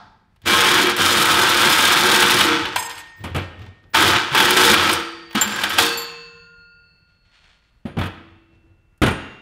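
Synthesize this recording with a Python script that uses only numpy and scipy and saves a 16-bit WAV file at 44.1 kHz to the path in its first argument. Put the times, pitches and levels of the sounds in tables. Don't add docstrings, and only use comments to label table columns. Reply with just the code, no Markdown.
import sys
import numpy as np
from scipy import signal
from scipy.fft import rfft, irfft, next_fast_len
from scipy.io import wavfile

SR = 44100
rng = np.random.default_rng(int(sys.argv[2]) if len(sys.argv) > 2 else 0)


def file_out(sig):
    cols = np.atleast_2d(sig).T
    lim = np.clip(cols, -1, 1)
    pcm = np.round(lim * 32767).astype(np.int16)
    wavfile.write(sys.argv[1], SR, pcm)


def undo_db(level):
    steps = np.asarray(level, float) / 20
    return 10 ** steps


N = 414981
TIME = np.arange(N) / SR
STEPS = TIME[::32]
# (f/Hz, width/Hz, level/dB)
BENCH_MODES = [(48, 25, -7), (95, 14, 17.5), (164, 22, -4), (215, 40, -10.5), (317, 19, -10.5),
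               (430, 23, -23.5)]


def unit(x):
    return x / np.sqrt(np.mean(x ** 2) + 1e-20)


def along(points, hz):
    f, v = np.transpose(points)
    return np.interp(np.log(hz + 1), np.log(f + 1), v)


def wobble(rate):
    knots = rng.standard_normal(int(N * rate / SR) + 4)
    return np.interp(TIME * rate, np.arange(len(knots)), knots)


def filtered(x, response):
    m = next_fast_len(N + SR)
    return irfft(rfft(x, m) * response(np.fft.rfftfreq(m, 1 / SR)), m)[:N]


def coloured(x, spectrum):
    return unit(filtered(x, lambda hz: undo_db(along(spectrum, hz))))


def resonant(modes):
    return lambda f: sum(undo_db(db) * 1j * f * w / (c * c - f * f + 1j * f * w) for c, w, db in modes)


def band(x, lo_hz, hi_hz):
    edges = [lo_hz, min(hi_hz, SR / 2.2)]
    return signal.sosfilt(signal.butter(2, edges, "band", fs=SR, output="sos"), x)


def bursts(times, levels_db, t60s):
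    t = TIME[:SR // 4]
    out = np.zeros(N + len(t))
    for s, db, t60 in zip(times, levels_db, t60s):
        shape = undo_db(db - 60 * t / t60) * (1 - np.exp(-t / 0.0022))
        out[round(s * SR):][:len(t)] += shape * rng.standard_normal(len(t))
    return out[:N]


def ringing(hits, modes, scatter_db, restart=False):
    out = np.zeros(N)
    for s, db in hits:
        luck = rng.standard_normal((len(modes), 2))
        start = max(round(s * SR), 0)
        if restart:
            out[start:] = 0
        for (hz, level, t60), (size, turn) in zip(modes, luck):
            t = TIME[start:start + int(t60 * SR)] - s
            fading = undo_db(db + level + scatter_db * size - 60 * t / t60)
            out[start:start + len(t)] += fading * np.sin(2 * np.pi * hz * t + 3 * turn)
    return out


def teeth(rate, spread_db):
    torn = rng.random(N) < rate / SR
    return torn * undo_db(spread_db * rng.exponential(size=N)) * rng.standard_normal(N)


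def summed_db(levels_db):
    power = np.sum(undo_db(levels_db) ** 2, axis=0)
    return np.interp(TIME, STEPS, 10 * np.log10(power + 1e-14))


def earlier():
    dull = band(rng.standard_normal(N), 650, 1500) + undo_db(-11.5) * band(rng.standard_normal(N), 3300, 5000)
    boom = band(rng.standard_normal(N), 80, 230)
    return undo_db(-32.0 - 60 * TIME / 0.58) * dull + undo_db(-36 - 60 * TIME / 1.8) * boom


def strokes():
    # (peak t/s, length/s, rustle level/dB, bench rumble level/dB)
    swells = [(0.444, 0.19, -44, -41), (2.79, 0.31, -36, -46), (2.906, 0.1, -25.5, -50),
              (2.973, 0.3, -32, -54), (3.215, 0.37, -47, -38), (3.42, .25, -39, -38), (3.32, .12, -46, -44),
              (3.62, .5, -46, -60), (2.775, .12, -24, -55), (2.64, .5, -70, -35), (3.61, 0.89, -65.5, -38),
              (3.844, 0.27, -68, -45), (7.1, 0.66, -66, -74), (7.259, .3, -61, -68.5),
              (7.348, 0.59, -52.5, -75), (7.44, 0.78, -49, -66), (8.315, 0.87, -67, -51),
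              (8.536, 0.58, -66.5, -50.5), (8.68, 0.8, -73, -53)]
    rise, depth_db = 0.22, 39.5
    s, length, rustle_db, rumble_db = np.transpose(swells)[:, :, None]
    away = np.maximum((s - STEPS) / rise, (STEPS - s) / (1 - rise)) / length
    return summed_db(rustle_db - depth_db * away), summed_db(rumble_db - depth_db * away)


def background():
    # (f/Hz, level/dB)
    cloth = [(240, -27.5), (500, -9.5), (1000, -5), (2000, -1.5), (3500, -2.5), (5000, -12), (9000, -24.5),
             (15000, -56.5)]
    # (f/Hz, level/dB)
    air_colour = [(15, -14.5), (30, 3), (90, -1), (170, -10), (300, -20), (800, -24), (2000, -25),
                  (4000, -37.5), (8000, -44), (16000, -51)]
    rustle_db, rumble_db = strokes()
    rustle = undo_db(rustle_db - 4 + 1.5 * wobble(25)) * coloured(teeth(rate=5800, spread_db=0.5), cloth)
    sliding = unit(band(filtered(rng.standard_normal(N), resonant(BENCH_MODES)), 20, 1100))
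    rumble = undo_db(rumble_db - 1 + 1.6 * wobble(6.8)) * sliding
    air = undo_db(-61.5 + 1.5 * wobble(15)) * coloured(rng.standard_normal(N), air_colour)
    return rustle + rumble + air


def motor():
    # (t/s, end t/s, level/dB)
    half_pressed = [(3.16, 3.245, -61), (3.894, 3.94, -62), (4.261, 4.33, -65), (5.29, 5.362, -58.5)]
    # (t/s, f/Hz, level/dB)
    rotor = [(5.42, 9400, -64), (5.48, 9600, -52), (5.53, 10400, -48.5), (5.6, 10850, -48),
             (5.69, 11000, -48), (5.72, 10800, -49), (5.78, 10900, -50), (5.82, 11020, -64.5)]
    gate = sum(undo_db(db) * np.clip(np.minimum(TIME - a, b - TIME) / .012, 0, 1) for a, b, db in half_pressed)
    whine = gate * undo_db(3.5 * wobble(60)) * np.sin(2 * np.pi * 15350 * TIME + 1.7 * wobble(150))
    s, hz, db = np.transpose(rotor)
    spin = 2 * np.pi * np.cumsum(np.interp(TIME, s, hz) + 40 * wobble(32)) / SR
    gears = unit(band(rng.standard_normal(N), 1560, 1680))
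    whistle = undo_db(2.45 * wobble(56)) * (np.sin(spin) + undo_db(5) * np.sin(spin / 2))
    return whine + undo_db(np.interp(TIME, s, db, -140, -140)) * (whistle + undo_db(16.5) * gears)


def ticks():
    # (t/s, level/dB)
    tick_hits = [(3.282, -50), (3.301, -46), (3.585, -55), (3.594, -50), (3.617, -49), (3.663, -51),
                 (3.68, -60), (3.831, -62), (3.901, -57), (3.44, -52), (7.858, -50), (7.874, -54),
                 (7.969, -46), (8.037, -44), (8.148, -60), (4.318, -42), (4.329, -40)]
    s, db = np.transpose(tick_hits)
    ring = ringing([(3.265, -58), (3.4, -56), (3.617, -69)],
                   [(13120, 0, .15), (14000, -2, .1)], scatter_db=-1.0)
    ring += ringing([(7.864, -66), (7.995, -56)],
                    [(9800, 0, .25), (10900, 2, .1), (12150, 0, .2), (14900, 0, .12)], scatter_db=1.5)
    return band(bursts(s, db + 4, np.full(len(s), .012)), 2500, 16000) + ring


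def skid():
    # t/s, end t/s, level/dB, treble level/dB
    slide = (7.987, 8.08, -36, -51)
    s, end, db, treble_db = slide
    gate = np.clip(np.minimum(TIME - s, end - TIME) / 0.0063, 0, 1) * undo_db(3 * wobble(90))
    scrape = gate * unit(teeth(rate=3000, spread_db=1.5))
    return undo_db(db) * band(scrape, 900, 3500), undo_db(treble_db) * band(scrape, 6500, 15000)


def bench():
    # (t/s, peak level/dB, clatter/dB,
    # treble/dB, t60/s)
    thuds = [(3.238, -23, -4, -15, 0.26), (3.346, -18, -3, -17, 0.16), (3.36, -14, -10.5, -17.5, 0.19),
             (3.38, -18.5, -3, -24, 0.13), (7.853, -23.5, -13, -34, 0.28), (7.968, -13.5, -18, -39.5, 0.13),
             (7.985, -16.5, -6, -22.5, 0.14), (8.011, -15, -4, -25, 0.094), (8.034, -24.5, 0, -17, 0.13),
             (8.055, -22.5, -7.5, -20, 0.17), (9.017, -7, -4.5, -18, 0.14), (9.033, -5, -6.5, -20, 0.098),
             (9.061, -10, -3.5, -16, 0.13), (9.081, -9.5, -6, -17, 0.082), (9.107, -17.5, -7, -20, 0.17)]
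    # (t/s, level/dB)
    rail_hits = [
        (7.862, -68),
        (9.034, -43),
        (9.107, -50),
    ]
    # (level/dB, t60/s)
    rail_hz = [6702, 7074, 8650, 10350, 10520]
    rail = [(-6, 0.84), (-10, .7), (5, 0.24), (-2, 0.3), (2, 0.36)]
    s, db, clatter_db, treble_db, t60 = np.transpose(thuds)
    blows = np.bincount(np.round(s * SR).astype(int), undo_db(db + 31), N)
    push = band(filtered(blows, resonant(BENCH_MODES)), 23, 500) + band(bursts(s, db + 11.5, t60), 63, 450)
    clatter = band(band(bursts(s, db + clatter_db + 8.5, t60 * 1.1), 630, 3400), 300, 3400)
    edge = band(bursts(s, db + treble_db + 4.0, t60 * .4), 3800, 12000)
    return push + edge + ringing(rail_hits, np.column_stack([rail_hz, rail]), scatter_db=3), clatter


def jolts():
    # (t/s, f/Hz, level/dB, t60/s)
    jolt_notes = [(2.761, 976, -19, 0.11), (3.24, 91.9, -23.5, 0.28), (3.309, 92, -22.5, 0.34),
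                  (3.352, 89, -30, 0.4), (3.579, 95, -33, 0.44), (5.349, 215, -14, 0.13),
                  (5.784, 1038, -33, 1.2), (5.785, 887, -37, 0.4), (5.786, 1783, -43, 1.6),
                  (5.785, 1855, -52, 0.9), (7.853, 215, -12.5, 0.067), (7.971, 138, -8.5, 0.064),
                  (7.988, 104.5, -9, 0.12), (9.017, 313, -2.5, 0.044), (9.03, 124.4, -12, 0.19),
                  (9.076, 205, -23, 0.092), (9.112, 153.5, -21, 0.075),
                  (0.8, 288, -21.5, 0.34), (0.84, 360, -16, 0.34), (1.499, 345, -22.5, 0.67),
              (4.449, 342, -23, .3), (5.359, 328, -25, .2), (2.45, 332, -17.5, 0.7),
              (2.46, 301, -21.5, 0.7), (4.92, 335, -26, 0.9), (5.63, 201, -31, 0.28),
              (0.855, 340, -13, 0.1), (4.112, 347, -16.5, 0.078), (4.152, 109, -15.5, .1),
              (4.42, 370, -13, .13), (4.5, 366, -19.5, .12), (4.565, 364, -13.5, 0.16),
              (4.317, 140, -24, .15), (5.365, 260, -16, 0.099), (5.64, 1540, -14.5, 0.076),
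              (2.8, 875, -28.5, 0.24), (2.84, 942, -31.5, 0.19), (5.8, 467, -25.5, 1.35),
              (5.46, 210, -27, .5), (5.83, 310, -24, .2), (3.24, 950, -31, .14), (8.2, 330, -46, 1.2),
              (8.64, 330, -55, .5), (5.8, 1055, -33, 1.2), (8.011, 1280, -27.5, 0.18),
              (8.04, 1246, -30, 0.19), (2.53, 318.5, -23, 0.29), (2.59, 309, -27, 0.2),
              (3.982, 350, -15, .1), (4.005, 330, -16, .12), (4.03, 400, -18, .1), (2.765, 1010, -22, .16),
              (2.77, 2350, -24, .1), (3.3, 330, -36, .15), (3.29, 480, -38, .12), (3.37, 250, -24, .1),
              (3.59, 175, -36, .1), (9.03, 1420, -22, .14), (9.075, 1430, -20, .1), (5.782, 2650, -17, .08),
              (3.6, 745, -52, .7)]
    # (t/s, level/dB)
    let_go = [
        (2.49, -23.5),
        (4.94, -29),
        (5.787, -36),
    ]
    # (f/Hz, level/dB, t60/s)
    panel = [(467, -0.5, 0.85), (168, -21.5, 1.2)]
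    # (t/s, level/dB, t60/s)
    linger_hz = [1841, 5071, 1841, 2686, 4348, 1846, 2686]
    linger = [(2.76, -33.5, 2.4), (2.78, -49, 1.5), (4.928, -39, 2.3), (8.0, -63, 4.5), (8.0, -70, 2),
              (9.029, -35, .55), (9.1, -59, 4)]
    released = [(s, hz, db + level, t60) for s, db in let_go for hz, level, t60 in panel]
    lingering = [(s, hz, db, t60) for hz, (s, db, t60) in zip(linger_hz, linger)]
    out, waver = np.zeros(N), undo_db(1.5 * wobble(25))
    for s, hz, db, t60 in jolt_notes + released + lingering:
        t = TIME[:int(t60 * SR)][:N - round(s * SR)]
        swell = 1 - np.exp(-t * hz / 0.5)
        out[round(s * SR):][:len(t)] += undo_db(db - 60 * t / t60) * swell * np.sin(2 * np.pi * hz * t)
    return out * waver


def split_notes():
    # (t/s, level/dB, t60/s, beats per s)
    split_hz = [4613, 4613, 2772, 1841, 161]
    split = [(4.93, -39, 1.7, 23), (5.415, -39.5, 2, 17), (9.02, -45, 4, 1.6), (3.36, -46, 1.5, 6),
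             (5.8, -50, 3.6, 12.2)]
    silent_s = [5.16, 5.53, 8.95, 3.5, 6.075]
    twins_db = [-9, -8, -12, -8, -1]
    out = np.zeros(N)
    for hz, (s, db, t60, beat), silent, twin_db in zip(split_hz, split, silent_s, twins_db):
        turn = 2 * np.pi * (TIME - silent)
        pair = np.sin(hz * turn) - undo_db(twin_db) * np.sin((hz + beat) * turn)
        out += (TIME > s) * undo_db(db - 60 * np.abs(TIME - s) / t60) * pair
    return out * undo_db(1.5 * wobble(4.4))


def swinging_note():
    # (t/s, level/dB)
    swing = [(6.048, -64), (6.5, -48), (6.63, -47), (6.84, -56), (6.93, -68), (7.12, -62), (7.2, -69),
             (7.6, -70), (7.84, -84), (9.02, -77)]
    s, db = np.transpose(swing)
    level = np.sqrt(2) * undo_db(np.interp(TIME, s, db, -140, -140))
    return level * np.sin(2 * np.pi * 1417 * TIME + .6 * wobble(8))


def steel():
    # (t/s, peak level/dB)
    slug_hits = [(2.7601, -7), (2.825, -13), (2.8944, -18), (2.9102, -21.5), (2.953, -25.5), (2.977, -23),
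                 (3.025, -38.5), (3.178, -44)]
    # (level/dB, t60/s)
    slug_hz = [915, 2191, 3397, 5071, 6487, 7660, 8721, 11090, 13070, 13920]
    slug_modes = [(-4.5, 0.14), (-21.5, .3), (-23, .3), (-19.5, .8), (-19, 0.56), (-13, 0.55), (-13, 0.28),
                  (-15, 0.21), (-20, 0.22), (-17.5, .2)]
    # (t/s, peak level/dB)
    pin_hits = [(5.412, -14.5), (5.694, -21.5), (5.9734, -32), (6.0187, -40), (6.052, -50)]
    # (level/dB, t60/s)
    pin_hz = [7330, 10200, 12150, 13120, 14790]
    pin_modes = [(4, 0.14), (-9.5, 0.35), (-12.5, .25), (0, 0.18), (-10.5, .15)]
    # (f/Hz, level/dB, t60/s)
    tear_modes = [(8400, -10, .1), (8560, 4.5, 0.044), (10950, -1, 0.06), (12040, -5, 0.088),
                  (13700, -9, .09)]
    note = swinging_note()
    slug = ringing(slug_hits, np.column_stack([slug_hz, slug_modes]), scatter_db=2.0, restart=True)
    stilled = undo_db(-300 * np.clip(TIME - 3.24, 0, 1))
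    pins = ringing(pin_hits, np.column_stack([pin_hz, pin_modes]), scatter_db=4.0)
    clinks = undo_db(-12) * stilled * slug + undo_db(-6.5) * pins
    clinks += ringing([(4.915, -36), (4.93, -27), (4.955, -40)], tear_modes, scatter_db=2.0)
    hits = np.array(slug_hits + pin_hits)
    contacts = band(bursts(hits[:, 0], hits[:, 1] - 5, np.full(len(hits), .03)), 900, 9000)
    return undo_db(4.5 * wobble(45)) * clinks + contacts + note


def rim_notes():
    # (t/s, f/Hz, level/dB)
    rim_low = [(5.79, 4346, -33), (6.03, 4346, -35), (6.15, 4346, -44), (6.26, 4346, -44),
               (6.35, 4345, -54), (6.44, 4343, -51), (6.52, 4342, -66), (6.62, 4341, -55),
               (6.78, 4340, -68), (6.89, 4339, -57), (7.06, 4340, -66), (7.46, 4343, -65),
               (7.84, 4346, -80)]
    rim_high = [(5.79, 4526, -30), (6.03, 4526, -33), (6.14, 4526, -45), (6.25, 4526, -44),
                (6.33, 4525, -57), (6.42, 4523, -54), (6.6, 4520, -69), (6.72, 4519, -60),
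                (6.95, 4519, -66), (7.3, 4520, -80), (7.6, 4520, -93)]
    rim_wall = [(5.79, 2643, -34), (5.94, 2643, -30), (6.03, 2643, -42), (6.28, 2643, -43),
                (6.42, 2643, -53), (6.52, 2643, -63), (6.66, 2643, -56), (6.98, 2643, -66),
                (7.3, 2643, -82)]
    out = np.zeros(N)
    for rows in (rim_low, rim_high, rim_wall):
        s, hz, db = np.transpose(rows)
        level = undo_db(np.interp(TIME, s, db, -140, -140) + wobble(12))
        out += level * np.sin(2 * np.pi * np.cumsum(np.interp(TIME, s, hz)) / SR)
    return out


def cup():
    # (t/s, peak level/dB)
    cup_hits = [
        (5.79, -31.5),
    ]
    # (level/dB, t60/s)
    cup_hz = [1507, 1814, 2659, 2686, 2772, 6648, 6778]
    cup_modes = [(-14.5, 2.4), (-11.5, 1.75), (-21, 3.5), (-17.5, 3.9), (-5.5, 1.5), (-10.5, 1.15),
                 (-6.5, 1.1)]
    ring = ringing(cup_hits, np.column_stack([cup_hz, cup_modes]), scatter_db=0)
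    return undo_db(1.2 * wobble(11) + wobble(2.8)) * ring


def snags():
    # (t/s, peak level/dB, treble/dB)
    catches = [(0.868, -8, -11.5), (0.895, -8.5, -12), (0.964, -10, -6), (4.374, -2, -14.5),
               (4.568, -3.5, -12.5), (5.474, -12, -12.5), (5.52, -16, -12), (5.56, -12.5, -14.5),
               (5.613, -12.5, -15), (1.212, -9.5, -7), (1.254, -5, -8), (1.339, -5, -15.5),
               (1.628, -3.5, -17), (1.698, -4.5, -8), (1.789, -2.5, -17.5), (1.838, -5.5, -9.5),
               (1.988, -11.5, -11.5), (2.222, 0, -9.5), (2.408, 2, -17), (2.653, -10.5, -23),
               (2.759, -3.5, -14), (3.945, 1, -18.5), (4.347, -0.5, -16), (4.4, 0, -12), (4.424, -7, -8.5),
               (4.505, -5, -4), (4.553, -13, -19.5), (4.739, 0, -14), (4.892, -1, -18), (5.35, -6.5, -14.5),
               (5.414, -4, -13.5), (5.635, -1.5, -13.5), (5.702, -14, -12), (5.784, 6, -13.5)]
    # (t/s, peak level/dB, treble/dB)
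    clicks = [(0.36, -46.5, -13), (0.417, -43, -7), (3.59, -35, -40), (3.618, -34.5, -40),
              (3.662, -34.5, -39.5), (3.837, -44, -42), (5.308, -24.5, -22.5), (5.328, -25.5, -13.5),
              (8.549, -56, -19), (8.639, -62, -20), (8.976, -60.5, 4)]
    s, db, treble_db = np.transpose(catches + clicks)
    t60 = np.repeat([0.049, 0.04], [len(catches), len(clicks)])
    crack = band(band(bursts(s, db + 4.5, t60), 700, 4100), 300, 4800)
    return crack, band(bursts(s, db + treble_db - 0.5, t60 * 0.7), 4100, 16000)


def bites():
    # (t/s, end t/s, level/dB, fade after it/(dB/s), screech over the bite/dB)
    bite_rows = [(0.45, 0.835, -15.5, 250, -9.5), (0.845, 0.901, -17.5, 199.5, -18.5),
                 (0.96, 0.99, -21.5, 198, -8.5), (0.979, 1.235, -15.5, 97, -7.5),
                 (1.264, 2.423, -16, 97, -7.5), (2.438, 2.518, -19, 68, -23), (3.932, 4.104, -14, 200, -12),
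                 (4.118, 4.157, -16, 121, -19.5), (4.304, 4.342, -26, 198.5, -12.5),
                 (4.336, 4.509, -15.5, 102, -10.5), (4.552, 4.734, -12.5, 300.5, -7.5),
                 (4.748, 4.922, -17, 151, -13.5), (5.341, 5.379, -19, 201.5, -16),
                 (5.404, 5.433, -23.5, 301, -14.5), (5.47, 5.63, -27, 299.5, -14.5),
                 (5.63, 5.676, -26, 399, -13), (5.688, 5.768, -24.5, 300, -12.5),
                 (5.768, 5.82, -18.5, 108.5, -3.5)]
    dig_in_s, from_db, screech_fades = 0.0065, -42, 1.4
    s, end, db, fade, screech_db = np.transpose(bite_rows)[:, :, None]
    since = STEPS - s
    after_db = fade * np.clip(STEPS - end, 0, None)
    held_db = np.where(since > 0, db + from_db * np.exp(-np.abs(since) / dig_in_s), -200)
    return summed_db(held_db - after_db), summed_db(held_db + screech_db - screech_fades * after_db)


def chatter():
    # (f/Hz, drift/Hz, level under the bite/dB)
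    locked = [(350, 14, -21), (880, 20, -21), (1295, 32, -14), (1520, 40, -16), (3180, 70, -23)]
    notes = np.zeros(N)
    for hz, drift_hz, db in locked:
        level = undo_db(db + 4.5 * wobble(14) + 2.5 * wobble(60))
        notes += level * np.sin(2 * np.pi * np.cumsum(hz + drift_hz * wobble(18)) / SR)
    return undo_db(bites()[0]) * notes


def saw():
    # (f/Hz, level/dB)
    grind_colour = [(150, -39.5), (300, -7.5), (640, -9.5), (1000, -1), (1400, 0.5), (2200, -2), (3400, -4),
                    (4600, -9), (9000, -24), (16000, -53.5)]
    screech_colour = [(1760, -24), (3000, -5.5), (3560, 4.5), (4700, -10.5), (5120, -6.5), (7640, -12),
                      (12200, -16), (16000, -19), (16500, -44.5)]
    shake_colour = [(15, -57.5), (25, -25), (54, -30), (91, -6), (141, -9), (357, 0.5), (419, -21.5),
                    (466, -1), (600, -8.5), (780, -40), (1320, -120)]
    bite_db, screech_db = bites()
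    uneven = 1.0 * wobble(11) + wobble(38)
    passing_db = 1.6 * np.sin(2 * np.pi * np.cumsum(143 + 9 * wobble(6)) / SR)
    chips = coloured(teeth(rate=3500, spread_db=0.5), grind_colour)
    chips = undo_db(bite_db + 0.79 * uneven + passing_db) * chips
    screech = coloured(teeth(rate=9000, spread_db=2.0), screech_colour)
    screech = undo_db(screech_db + 1.0 + 0.19 * uneven + 3.37 * wobble(110)) * screech
    shake = undo_db(bite_db - 11.5 + 2.2 * wobble(20)) * coloured(rng.standard_normal(N), shake_colour)
    return chips + shake, screech


def box(force):
    # (f/Hz, width/Hz, level/dB)
    panels = [(92.5, 30, 2), (164, 1.6, 4.5), (205, 16, 1), (312, 7.8, -5), (374.6, 37, -1.5),
              (469.5, 4.8, 3), (720, 40, -2.5), (889, 56, 0.5), (1074, 13, -0.5), (1268, 70, -2),
              (1530, 140, -7), (1615, 29, -0.5), (1358, 20, -3), (1900, 25, -4), (2330, 50, -2.5),
              (2460, 16, -3.5), (2570, 14, -4), (2938, 27, -1.5), (3055, 25, -0.5), (3440, 30, -1.5),
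              (3220, 250, -6)]
    sets = [filtered(force * undo_db(4 * wobble(9)), resonant(panels[k::3])) for k in range(3)]
    return undo_db(-3.0) * (force + sum(sets))


def blade(rim):
    # (f/Hz, width/Hz, level/dB)
    rim_modes = [(4500, 110, 2.5), (5020, 510, 3.5), (5960, 100, 1.5), (6900, 350, 3.5), (8460, 1100, 4.5),
                 (9820, 510, -4), (10900, 1500, 1.5), (12100, 690, 1), (14700, 400, -2.5),
                 (15550, 350, -2.5)]
    return undo_db(-3.5) * (rim + filtered(rim, resonant(rim_modes)))


def shop(x):
    # (f/Hz, t60/s)
    decay = [(100, 0.76), (500, 0.73), (2000, 0.9), (5000, 0.79), (10000, 0.53), (16000, 0.33)]
    # (f/Hz, level/dB)
    wall_colour = [(60, -3), (300, -0.5), (2000, -0.5), (5000, -1), (10000, -6.5), (16000, -9)]
    x = filtered(x, lambda hz: undo_db(along(wall_colour, hz)))
    hz, t, z = signal.stft(rng.standard_normal(SR + SR // 2), SR, nperseg=256)
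    tail = signal.istft(z * undo_db(-60 * t / along(decay, hz)[:, None]), SR, nperseg=256)[1]
    return signal.fftconvolve(np.pad(x, (400, 0)), tail / np.linalg.norm(tail))[:N]


def scene():
    grind, screech = saw()
    crack, edge = snags()
    thud, clatter = bench()
    drag, rasp = skid()
    near = box(grind + crack + clatter + drag + earlier()) + blade(screech + edge + rasp)
    near += steel() + thud + jolts() + chatter()
    free_notes = split_notes() + rim_notes() + cup()
    return (near + undo_db(-9.5) * shop(near) + free_notes + ticks() + motor() + background())[None]


def band_limit(x):
    return signal.sosfilt(signal.butter(12, 16990, fs=SR, output="sos"), x)


def record(dry):
    held = dry[0] / (1 + np.abs(dry[0] / 0.67) ** 3.0) ** (1 / 4.0)
    top_hz, edge_hz = 15850, 200
    limited = filtered(held, lambda hz: np.clip((top_hz - hz) / edge_hz, 0, 1) ** 2)
    return band_limit(limited[None])


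dry = scene()
out = record(dry)
file_out(out)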